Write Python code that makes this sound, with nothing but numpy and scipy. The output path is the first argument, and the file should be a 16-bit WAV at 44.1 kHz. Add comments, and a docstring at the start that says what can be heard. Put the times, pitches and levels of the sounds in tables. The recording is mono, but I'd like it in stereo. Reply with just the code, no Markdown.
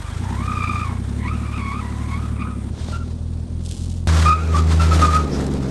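"""An old six-cylinder pickup manoeuvres on a sealed driveway, in three stretches joined abruptly.
First the exhaust throbs as firing pulses ring pipe and shell, tyres scrub, insects hiss faintly, and
stick-slip squeals return from ground and wall. Then weakened firings, short squeaks, a loose knock and
cracking grit are heard. Last the engine fires faster with louder squeaks, and slows past more knocks,
a brief bright hiss and two snaps of grit."""
import sys
import numpy as np
from scipy import signal
from scipy.fft import rfft, irfft
from scipy.io import wavfile
from scipy.ndimage import uniform_filter1d

SR = 44100
rng = np.random.default_rng(int(sys.argv[2]) if len(sys.argv) > 2 else 0)


def boost(x):
    """Linear amplitude factor 10**(x/20) for a level x in decibels (scalar or array-like)."""
    u = np.asarray(x, float) / 20
    return 10 ** u


def waveform_to_disk(signal):
    """Save audio, clipped to [-1, 1], as 16-bit WAV at the path in sys.argv[1]."""
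    frames = np.transpose(np.atleast_2d(signal))
    scaled = np.clip(frames, -1, 1) * 32767
    samples = np.round(scaled).astype(np.int16)
    wavfile.write(sys.argv[1], SR, samples)


N = 251370

# the three stretches: (start [s], end [s])
STRETCHES = [(0, 2.7), (2.7, 4.073), (4.073, 5.7)]
# engine loudness as heard, one table a stretch, with a brief drop after the loud squeak of the third:
# (time [s], exhaust level [dB], body shake level [dB])
ENGINE_LOUDNESS = [
    [(0, -29, -29), (.08, -29.5, -32), (.18, -23.5, -21), (.9, -24, -22.5), (1.35, -23, -20.5),
     (1.7, -26.5, -23), (2.27, -23, -21), (2.5, -26.5, -20), (2.7, -26, -21.5)],
    [(2.7, -24, -27), (3.75, -25, -28), (3.83, -24, -27.5), (4.07, -22.5, -31)],
    [(4.076, -13, -33), (4.264, -14, -29), (4.36, -22, -38), (4.436, -21, -28), (4.522, -15.5, -24),
     (4.808, -13.5, -30), (5.034, -14, -16), (5.07, -17, -27), (5.19, -17.5, -23), (5.29, -24.5, -16),
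     (5.6, -22.5, -19.5), (5.7, -27.5, -20)],
]
# how far left the pickup is heard, one value a stretch: (scale factor of the left-right level difference)
LEFTWARD = [0.19, 0.64, 0.55]


def evened(x):
    """Normalises the mean power: scales to rms 1."""
    return x / np.sqrt(np.mean(x ** 2) + 1e-20)


def read(points, hz):
    """Interpolates a spectrum on a logarithmic frequency axis."""
    f, value = np.transpose(points)
    return np.interp(np.log(hz + 1), np.log(f + 1), value)


def columns(rows, t):
    """Interpolates each column of a time table linearly."""
    s, *rest = np.transpose(rows)
    return [np.interp(t, s, c) for c in rest]


def by_stretch(values, t):
    """Piecewise-constant function of time: one value for each stretch."""
    return np.asarray(values)[np.searchsorted([a for a, b in STRETCHES[1:]], t)]


def drift(length):
    """Low-pass random process: white noise twice averaged over length samples, at rms 1."""
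    return evened(uniform_filter1d(uniform_filter1d(rng.standard_normal(N), length), length))


def bursts(rows, rise, fall, t):
    """Power sum of envelopes that climb, hold and decay exponentially (slopes in dB per s)."""
    power = 0
    for s, hold, peak_db in rows:
        before_db = np.maximum(rise * (s - t), 0)
        after_db = np.maximum(fall * (t - s - hold), 0)
        power = power + boost(2 * (peak_db - before_db - after_db))
    return np.sqrt(power)


def noise(spectra, level_db, patchy_db, flicker_db):
    """Partially coherent noise at two microphone ports, made from random short-time spectra."""
    # likeness of the two ports: (frequency [Hz], correlation [0-1])
    likeness = [(60, 1), (300, .98), (600, .9), (2000, .8), (4000, .88), (15000, .93)]
    # phase by which the left port leads: (frequency [Hz], lead [rad])
    phase_lead = [(0, 0), (780, 0.5), (1380, 0.5), (2760, 2.1), (3100, 1.7), (3790, -0.0), (6800, 0.3),
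                  (7750, 1.0), (8870, -0.3), (9730, -2.7), (10900, -3.7), (11500, -6.3), (12600, -6.4),
                  (15200, -6.3)]
    # left-right level difference before scaling by LEFTWARD: (frequency [Hz], difference [dB])
    left_excess = [(60, 9), (150, 11), (380, 4.5), (950, 10), (2380, 14.5), (5980, 7.5), (15000, -7)]
    frames, hz = N // 128 + 5, np.fft.rfftfreq(512, 1 / SR)
    t = np.arange(frames) * 128 / SR
    a, b, c, d, patches = rng.standard_normal((frames, 257, 5)).T
    patches = evened(uniform_filter1d(uniform_filter1d(patches, 6, 0), 12, 1))  # over frequency, then time
    flicker = evened(uniform_filter1d(rng.standard_normal(frames), 3))  # all frequencies together
    same = np.clip(read(likeness, hz), -1, 1)[:, None]
    left = a + 1j * b
    right = same * left + np.sqrt(1 - same ** 2) * (c + 1j * d)
    right = right * np.exp(-1j * read(phase_lead, hz))[:, None]
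    lean_db = read(left_excess, hz)[:, None] * by_stretch(LEFTWARD, t) / 2
    z = np.array([left * boost(lean_db), right * boost(-lean_db)])
    colours = np.array([boost(read(points, hz)) for points in spectra])
    colours /= np.linalg.norm(colours, axis=1, keepdims=True)
    z *= by_stretch(colours, t - 256 / SR).T * boost(patchy_db * patches + flicker_db * flicker)
    return boost(level_db) * evened(signal.istft(z, nperseg=512, noverlap=384)[1][:, :N])


def shell(modes):
    """Modal impulse response of the muffler shell: damped sines, each with its own rise time."""
    t = np.arange(6000) / SR
    ring = np.zeros(len(t))
    for hz, width, db, rise in modes:
        envelope = (1 - np.exp(-(t / rise) ** 2)) * np.exp(-np.pi * width * t)
        ring += boost(db) * envelope * np.sin(2 * np.pi * hz * t)
    return ring


def response(points, lag, size=16384):
    """Centred pulse by the Hilbert gain-phase relation: lag 1 is minimum phase, lag 0 symmetric."""
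    log_gain = signal.hilbert(np.log(boost(read(points, abs(np.fft.fftfreq(size, 1 / SR))))))
    return np.fft.fftshift(np.fft.ifft(np.exp(log_gain.real - 1j * lag * log_gain.imag)).real)


def exhaust():
    """Source-filter principle: a train of negative pressure pulses, one a firing, rings pipe and shell."""
    # firing rate in each stretch: (time [s], rate [firings per s])
    first_rates, second_rates, third_rates = [(0.0, 24.2), (0.14, 25.9), (0.32, 34.2), (0.41, 33.1),
                                              (0.65, 29.0), (0.82, 27.4), (1.05, 33.7), (1.3, 38.2),
                                              (1.71, 34.8), (2.2, 38.5), (2.55, 34.7), (2.7, 35.6)], [(2.7, 38.2), (2.874, 40.2), (3.508, 40.9),
                                                              (3.902, 42.7), (4.07, 42.0)], [(4.076, 80.2), (5.012, 80.2),
                                                                               (5.148, 78.3), (5.27, 73.2),
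                                                                               (5.374, 71.2), (5.58, 69.7),
                                                                               (5.7, 63.2)]
    # strength of each cylinder in firing order: (level [dB])
    cylinder_levels = [.5, -.5, 0, .4, -.6, .2]
    # random spread of firing strength, one value a stretch: (spread [dB])
    strength_spread = [.7, .6, .4]
    # random spread of firing time, one value a stretch: (spread [share of the gap between firings])
    timing_spread = [.012, .01, .008]
    # brief weakening of the firings: (middle [s], level change [dB], half length [s])
    misfires = [(2.778, -13, .022), (2.872, -8, .014), (3.07, -4, .02), (3.18, -7, .02), (3.47, -8, .028),
                (3.755, -13, .016), (3.78, -4, .012), (5.285, -9, .018), (5.43, -4, .015), (5.575, -5, .02)]
    # how each cylinder shakes the shell, hardest once a turn: (relative kick)
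    shell_kicks = [1.0, .3, .12, .85, .25, .15]
    # shell modes from behind, then from the side: (frequency [Hz], width [Hz], level [dB], rise [s])
    shell_modes = [
        [(179.2, 12.7, -1, 0.0014), (210.5, 8.4, 2.5, 0.036), (240.3, 12.2, 1, 0.0096), (275, 33, -4, 0.027),
         (333, 12.3, -12, 0.0045), (395, 20, -16.5, 0.0055)],
        [(184, 11, -2.5, 0.0045), (266.2, 21, 6.5, 0.016), (321, 31, -4, 0.0018), (395.3, 16.3, -4, 0.013),
         (478.6, 6.2, -18.5, 0.0079), (591, 20, -19, 0.01)],
    ]
    # pipe spectrum heard from behind, and from the side: (frequency [Hz], level [dB])
    pipe_behind, pipe_beside = [(3, -63), (20, -27), (37, -13), (48, 2), (57, -9), (67, 1), (86, 1),
                                (112, -2), (148, -13.5), (172, -11), (200, -24.5), (300, -45), (600, -85)], [(3, -70), (30, -36), (55, -14), (78, 0), (110, -9),
                                                (140, -5), (162, -12), (190, -14), (215, -11), (240, -30),
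                                                (275, -22), (400, -33), (700, -45), (1500, -80)]
    out = np.zeros(N)
    for k, ((a, b), rows) in enumerate(zip(STRETCHES, [first_rates, second_rates, third_rates])):
        # from behind in the first two stretches, from the side in the third
        pipe, modes = [pipe_behind, pipe_beside][k // 2], shell_modes[k // 2]
        t = np.arange(a - .2, b, 1 / SR)  # already running before the stretch begins
        (rate,), (level_db, shake_db) = columns(rows, t), columns(ENGINE_LOUDNESS[k], t)
        at = np.flatnonzero(np.diff(np.floor(np.cumsum(rate) / SR)))
        chance = rng.standard_normal((200, 3))[:len(at)]
        late = np.round(timing_spread[k] * chance[:, 0] * SR / rate[at]).astype(int)
        at = np.clip(at + late, 0, len(t) - 1)
        strength_db = level_db[at] + np.resize(cylinder_levels, len(at)) + strength_spread[k] * chance[:, 1]
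        for s, loss_db, half in misfires:
            strength_db += loss_db * np.exp(-((t[at] - s) / half) ** 4)
        orders = np.arange(1, 13)[:, None] * rate[at]
        steady = rate[at] / SR * np.sqrt(2 * np.sum(boost(2 * read(pipe, orders)), 0))  # rms of an even train
        train, kicks = np.zeros((2, len(t)))
        train[at] = -boost(strength_db) / steady
        kicks[at] = boost(shake_db[at]) * (np.resize(shell_kicks, len(at)) + .1 * chance[:, 2])
        sound = signal.oaconvolve(train, response(pipe, .35), "same")
        sound += signal.oaconvolve(kicks, shell(modes))[:len(t)]
        start, end = round(a * SR), min(round(b * SR), N)
        out[start:end] = sound[start - end:]
    # the level dips to zero for a few milliseconds where the second stretch begins
    out *= 1 - np.exp(-((np.arange(N) / SR - STRETCHES[1][0]) / .002) ** 2)
    return out * boost([[.5], [-.5]])


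def tyres_rolling():
    """Broadband friction noise: bright scrub on asphalt over a rumble that follows scrub and body shake."""
    # weight on the turning tyres, one table a stretch: (time [s], scrub level [dB])
    rolling = [
        [(0, -39), (.8, -37.5), (.95, -43), (1.6, -41.5), (2.19, -40.5), (2.4, -48), (2.69, -45.5)],
        [(2.705, -51.5), (3.1, -48.5), (3.2, -53), (4.072, -54)],
        [(4.074, -25), (4.254, -25.5), (4.366, -38), (5.2, -37.5), (5.3, -40), (5.7, -40)],
    ]
    # moments when the tread scuffs harder: (start of hold [s], hold [s], level [dB])
    scuffs = [(2.794, 0.16, -41), (3.706, .03, -51), (4.567, 0.018, -28), (4.721, 0.013, -28),
              (4.829, 0.014, -24), (4.932, 0.021, -24), (5.016, 0.043, -24.5), (5.145, 0.019, -25.5),
              (5.35, 0.019, -34.5), (5.4, 0.024, -33)]
    # scrub colour, one table a stretch: (frequency [Hz], relative density [dB])
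    scrub_spectra = [
        [(350, -59), (600, -4.5), (894, -1.5), (2320, -6.5), (3680, -10.5), (4240, -15), (4760, -16),
         (8840, -16), (11900, -26), (13000, -100)],
        [(350, -41), (600, -13), (648, -19), (786, -20), (1070, -18.5), (1990, -24.5), (3240, -22), (3590, -22),
         (9670, -29), (13000, -50)],
        [(350, -44), (600, 0.5), (632, -6), (1330, -1), (1500, -4.5), (6740, -14), (9670, -17.5), (10200, -20),
         (10600, -16.5), (11100, -21.5), (13000, -43)],
    ]
    # rumble colour: (frequency [Hz], relative density [dB])
    rumble_spectrum = [(150, 3.5), (260, 2), (400, 2), (600, -6.5), (900, -11.5), (1500, -24), (2500, -29),
                       (4000, -50)]
    # mean rumble, one value a stretch: (level [dB])
    rumble_levels = [-40, -41.5, -28.5]
    with_scrub, with_shake = 0.25, 0.43  # dB of rumble per dB of scrub and of body shake
    t = np.arange(N) / SR

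    def swing(db):
        """Deviation of a level from its mean in each stretch."""
        return db - by_stretch([db[round(a * SR):round(b * SR)].mean() for a, b in STRETCHES], t)

    steady_scrub = boost(columns(sum(rolling, []), t)[0])
    scrub_db = 20 * np.log10(np.hypot(steady_scrub, bursts(scuffs, 250, 250, t)))
    shake_db = columns(sum(ENGINE_LOUDNESS, []), t)[1]
    rumble_db = by_stretch(rumble_levels, t) + with_scrub * swing(scrub_db) + with_shake * swing(shake_db)
    scrub = noise(scrub_spectra, scrub_db, 0.78, 1.71)
    return scrub + noise([rumble_spectrum] * 3, rumble_db, 0.53, 0.24)


def insects():
    """Narrow-band noise: a faint hiss, mostly in opposite phase at the two ports."""
    # hiss, one value a stretch: (level [dB])
    insect_levels = [-51.5, -57.5, -61]
    centre_hz, width_hz = 8980, 1400
    hz = np.fft.rfftfreq(N, 1 / SR)
    band = np.exp(-((hz - centre_hz) / width_hz) ** 2)
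    near, wide = irfft(rfft(rng.standard_normal((2, N))) * band, N)
    pair = np.array([near + .5 * wide, -.6 * near + .5 * wide])
    return evened(pair) * boost(by_stretch(insect_levels, np.arange(N) / SR))


def squeak(start, hold, peak_db, hz, harsh_db):
    """Stick-slip transient: rubber catches sharp, settles, glides upward and lets go."""
    catch_s, let_go_db_per_s, silent_db = .012, 700, -29.5  # rise time, fall after the hold, ends under the peak
    sharp_share, settle_s, glide_hz_per_s = 0.029, 0.0065, 310
    t = np.arange(-catch_s, hold - silent_db / let_go_db_per_s, 1 / SR)
    level_db = peak_db + silent_db * np.maximum(-t / catch_s, 0)
    level_db = level_db - let_go_db_per_s * np.maximum(t - hold, 0)
    pitch = hz * (1 + sharp_share * np.exp(-(t + catch_s) / settle_s)) + glide_hz_per_s * (t - hold / 2)
    return round((start - catch_s) * SR) + np.arange(len(t)), pitch, level_db, harsh_db


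def squeal(at, hz, level_db, harsh_db, wobble, fuzz_db):
    """Stick-slip oscillation: a periodic tone of wavering pitch with harmonic overtones."""
    # third and fourth partial: (level relative to the octave [dB])
    overtone_levels = [-14, -15.5]
    loose = 1 + np.clip((-39 - level_db) / 4, 0, 1.5)  # a weak squeal holds its pitch less well
    angle = 2 * np.pi * np.cumsum(hz * (1 + loose * wobble[at])) / SR
    upper = np.sin(2 * angle)
    for k, db in enumerate(overtone_levels):
        upper = upper + boost(db) * np.sin((k + 3) * angle)
    tone = boost(level_db) * (np.sin(angle) + boost(harsh_db) * upper)
    return tone * np.sqrt(2) * boost(fuzz_db[at]) * signal.windows.tukey(len(at), .1)


def tyres_squealing():
    """Stick-slip squeals of two tyres and short squeaks, with discrete reflections from ground and wall."""
    # two long squeals: (time [s], frequency [Hz], level [dB], harshness as octave over fundamental [dB])
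    first_squeal, second_squeal = [(0.2, 900, -45.5, -14), (0.33, 900, -41.5, -9), (0.39, 1062, -41.5, -6),
                                   (0.43, 1182, -36.5, -11), (0.514, 1245, -34.5, -12),
                                   (0.654, 1200, -31.5, -4.5), (0.834, 1205, -32.5, -8),
                                   (0.9, 1070, -39.5, -12), (1.0, 1105, -51, -6)], [(1.16, 1086, -51, 3), (1.221, 1009, -46.5, 4),
                                                     (1.262, 972.5, -38, -2.5), (1.29, 1191, -40, 1),
                                                     (1.316, 1250, -30, -14), (1.376, 1285, -55, 4),
                                                     (1.399, 1163, -45, -10), (1.52, 1169, -42, -2),
                                                     (1.559, 1290, -39, -1), (1.603, 1106, -40, -1),
                                                     (1.726, 1119, -35, -6.5), (1.798, 1270, -35.5, -11.5),
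                                                     (1.82, 1000, -44, -2.5), (1.938, 964.5, -44.5, -7),
                                                     (2.02, 1039, -47.5, -7), (2.17, 1130, -39, -1.5),
                                                     (2.204, 1249, -44, -12.5), (2.36, 1170, -49, -10),
                                                     (2.412, 1218, -36, 0), (2.467, 1264, -38, -17.5),
                                                     (2.65, 1207, -66, 2)]
    # amplitude modulation of each long squeal: (depth [0-1])
    throb_depths = [0.77, .2]
    # squeaks: (start of hold [s], hold [s], level [dB], frequency [Hz], harshness [dB])
    squeaks = [(0.043, 0.058, -43, 1178, -7), (0.109, 0.023, -45, 1575, -5),
               (2.93, 0.029, -32.5, 1380, -14), (3.007, 0.017, -42, 1378, -16),
               (4.26, 0.072, -15, 1243, -14.5), (4.36, 0.13, -48.5, 1214, 3), (4.374, .012, -40, 1395, -35),
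               (4.403, 0.034, -34, 1383, -22), (4.486, 0.05, -38.5, 1253, -13),
               (4.547, 0.018, -17.5, 1157, -30), (4.57, .03, -27, 1230, -15),
               (4.801, 0.025, -22, 1353, -14), (4.854, 0.025, -40, 1290, -18),
               (4.916, 0.0091, -20.5, 1295, -19), (4.98, .012, -31.5, 1304, -14),
               (5.023, 0.032, -14, 1228, -24.5), (5.08, 0.03, -21, 1220, -22),
               (5.135, 0.033, -18, 1257, -22), (5.189, 0.016, -28, 1250, -24),
               (5.259, 0.026, -41, 1250, -20)]
    # echoes: (delay [s], left level [dB], right level [dB])
    echoes = [(.004, -18, -6), (.011, -5.5, -11.5), (.062, -14, -13.5)]
    throb_hz, rasp_db = 54.96, -4  # rasp: a second tyre, rougher than the first
    direct = np.zeros(N)
    wander, flutter = drift(90), drift(160)
    # tread blocks let go in turn
    throb = np.sin(2 * np.pi * np.cumsum(throb_hz * (1 + 0.14 * drift(900))) / SR)
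    for k, rows in enumerate([first_squeal, second_squeal]):
        at = np.arange(round(rows[0][0] * SR), round(rows[-1][0] * SR))
        hz, level_db, harsh_db = columns(rows, at / SR)
        clear = squeal(at, hz, level_db, harsh_db, .02 * wander, 2.0 * flutter + 2.5 * drift(900))
        rough_wobble = .05 * drift(70) + .03 * drift(900)
        rasp = squeal(at, hz, level_db + rasp_db, harsh_db, rough_wobble, 4.5 * drift(500))
        direct[at] += (clear + rasp) * (1 + np.clip(throb_depths[k], 0, 1) * throb[at])
    for row in squeaks:
        at, *voice = squeak(*row)
        direct[at] += squeal(at, *voice, 0.023 * wander, 0.5 * flutter)
    lean_db = 5.4 * by_stretch(LEFTWARD, np.arange(N) / SR)
    out = np.array([direct * boost(lean_db), np.roll(direct, 3) * boost(-lean_db)])  # right port 3 samples later
    for s, left_db, right_db in echoes:
        # at the right port the echo is inverted and a tenth later
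        pair = np.array([np.roll(direct, round(s * SR)), -np.roll(direct, round(1.1 * s * SR))])
        out += boost([[left_db], [right_db]]) * pair
    return out


def knocks():
    """Impact excitation: something loose in the load bed bumps, ringing two heavily damped partials."""
    # bumps: (time [s], level [dB], upper partial [Hz])
    bumps = [(2.778, -24, 660), (2.886, -19.5, 610), (4.996, -9, 1210), (5.393, -29, 493),
             (5.399, -12, 497)]
    out, u = np.zeros(N), np.arange(700) / SR
    envelope = np.exp(-u / 0.00061) * (1 - np.exp(-(u / 0.00018) ** 2))
    for s, db, hz in bumps:
        ring = np.sin(2 * np.pi * hz * u) + 1.2 * np.sin(2 * np.pi * 0.46 * hz * u)
        out[round(s * SR):][:700] += boost(db) * ring * envelope
    return out * boost([[1.5], [-1.5]])


def grit():
    """Random impulse process: grains crack in clumps under a tyre, a few snap louder, through one band."""
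    # clumps of grains: (start of hold [s], hold [s], level [dB])
    clumps = [(3.655, 0.11, -42.5), (3.8, 0.046, -46), (3.9, 0.011, -47), (3.975, .012, -53)]
    # single snaps: (time [s], level [dB])
    snaps = [(3.638, -44), (3.6617, -32), (3.712, -27.5), (3.732, -40), (5.466, -31.5), (5.5383, -32)]
    t = np.arange(N) / SR
    strength = boost(3.5 * np.minimum(rng.exponential(1, N), 4))
    clicks = strength * (rng.random(N) < 1500 / SR) * rng.choice([-1, 1], N)  # 1500 grains per s on average
    clicks = evened(clicks) * bursts(clumps, 490, 155, t) * boost(0.85 * drift(200))
    u = np.arange(120) / SR
    band = signal.butter(4, [2800, 9500], "bandpass", fs=SR)
    crack = evened(signal.lfilter(*band, u == 0)) / np.sqrt(len(u))  # unit energy
    for s, db in snaps:
        clicks[round(s * SR):][:120] += boost(db) * rng.standard_normal(120) * np.exp(-u / 0.0022)
    return signal.oaconvolve(clicks, crack)[:N] * boost([[1.5], [-1.5]])


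def bright_hiss():
    """Gated band noise: a brief hiss in one bright band."""
    # when it sounds: (middle [s], half length [s])
    moment = [5.345, .028]
    # its band: (centre [Hz], width [Hz])
    hiss_band = [5300, 700]
    (s, half), (centre_hz, width) = moment, hiss_band
    hz = np.fft.rfftfreq(N, 1 / SR)
    band = irfft(rfft(rng.standard_normal(N)) * np.exp(-((hz - centre_hz) / width) ** 2), N)
    envelope = np.exp(-((np.arange(N) / SR - s) / half) ** 4)
    return evened(band) * boost(-39.5) * envelope * boost([[2], [-2]])


def scene():
    """Linear superposition of all sources at the two microphone ports."""
    engine_and_road = exhaust() + tyres_rolling()
    return engine_and_road + insects() + tyres_squealing() + knocks() + grit() + bright_hiss()


def top_cut(x):
    """Nothing passes above the cut-off."""
    return signal.sosfilt(signal.butter(12, 15620, fs=SR, output="sos"), x)


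def record(dry):
    """Linear zero-phase filtering colours the treble of the mix."""
    # a gap near 10 kHz, a peak, then a steep fall: (frequency [Hz], gain [dB])
    treble = [(9600, 0), (10000, -7), (10350, -10), (10700, 6.5), (11700, -0.5), (12600, -30), (15600, -36)]
    gain = boost(read(treble, np.fft.rfftfreq(N, 1 / SR)))
    coloured = irfft(rfft(dry) * gain, N)
    return top_cut(coloured)


dry = scene()
out = record(dry)
waveform_to_disk(out)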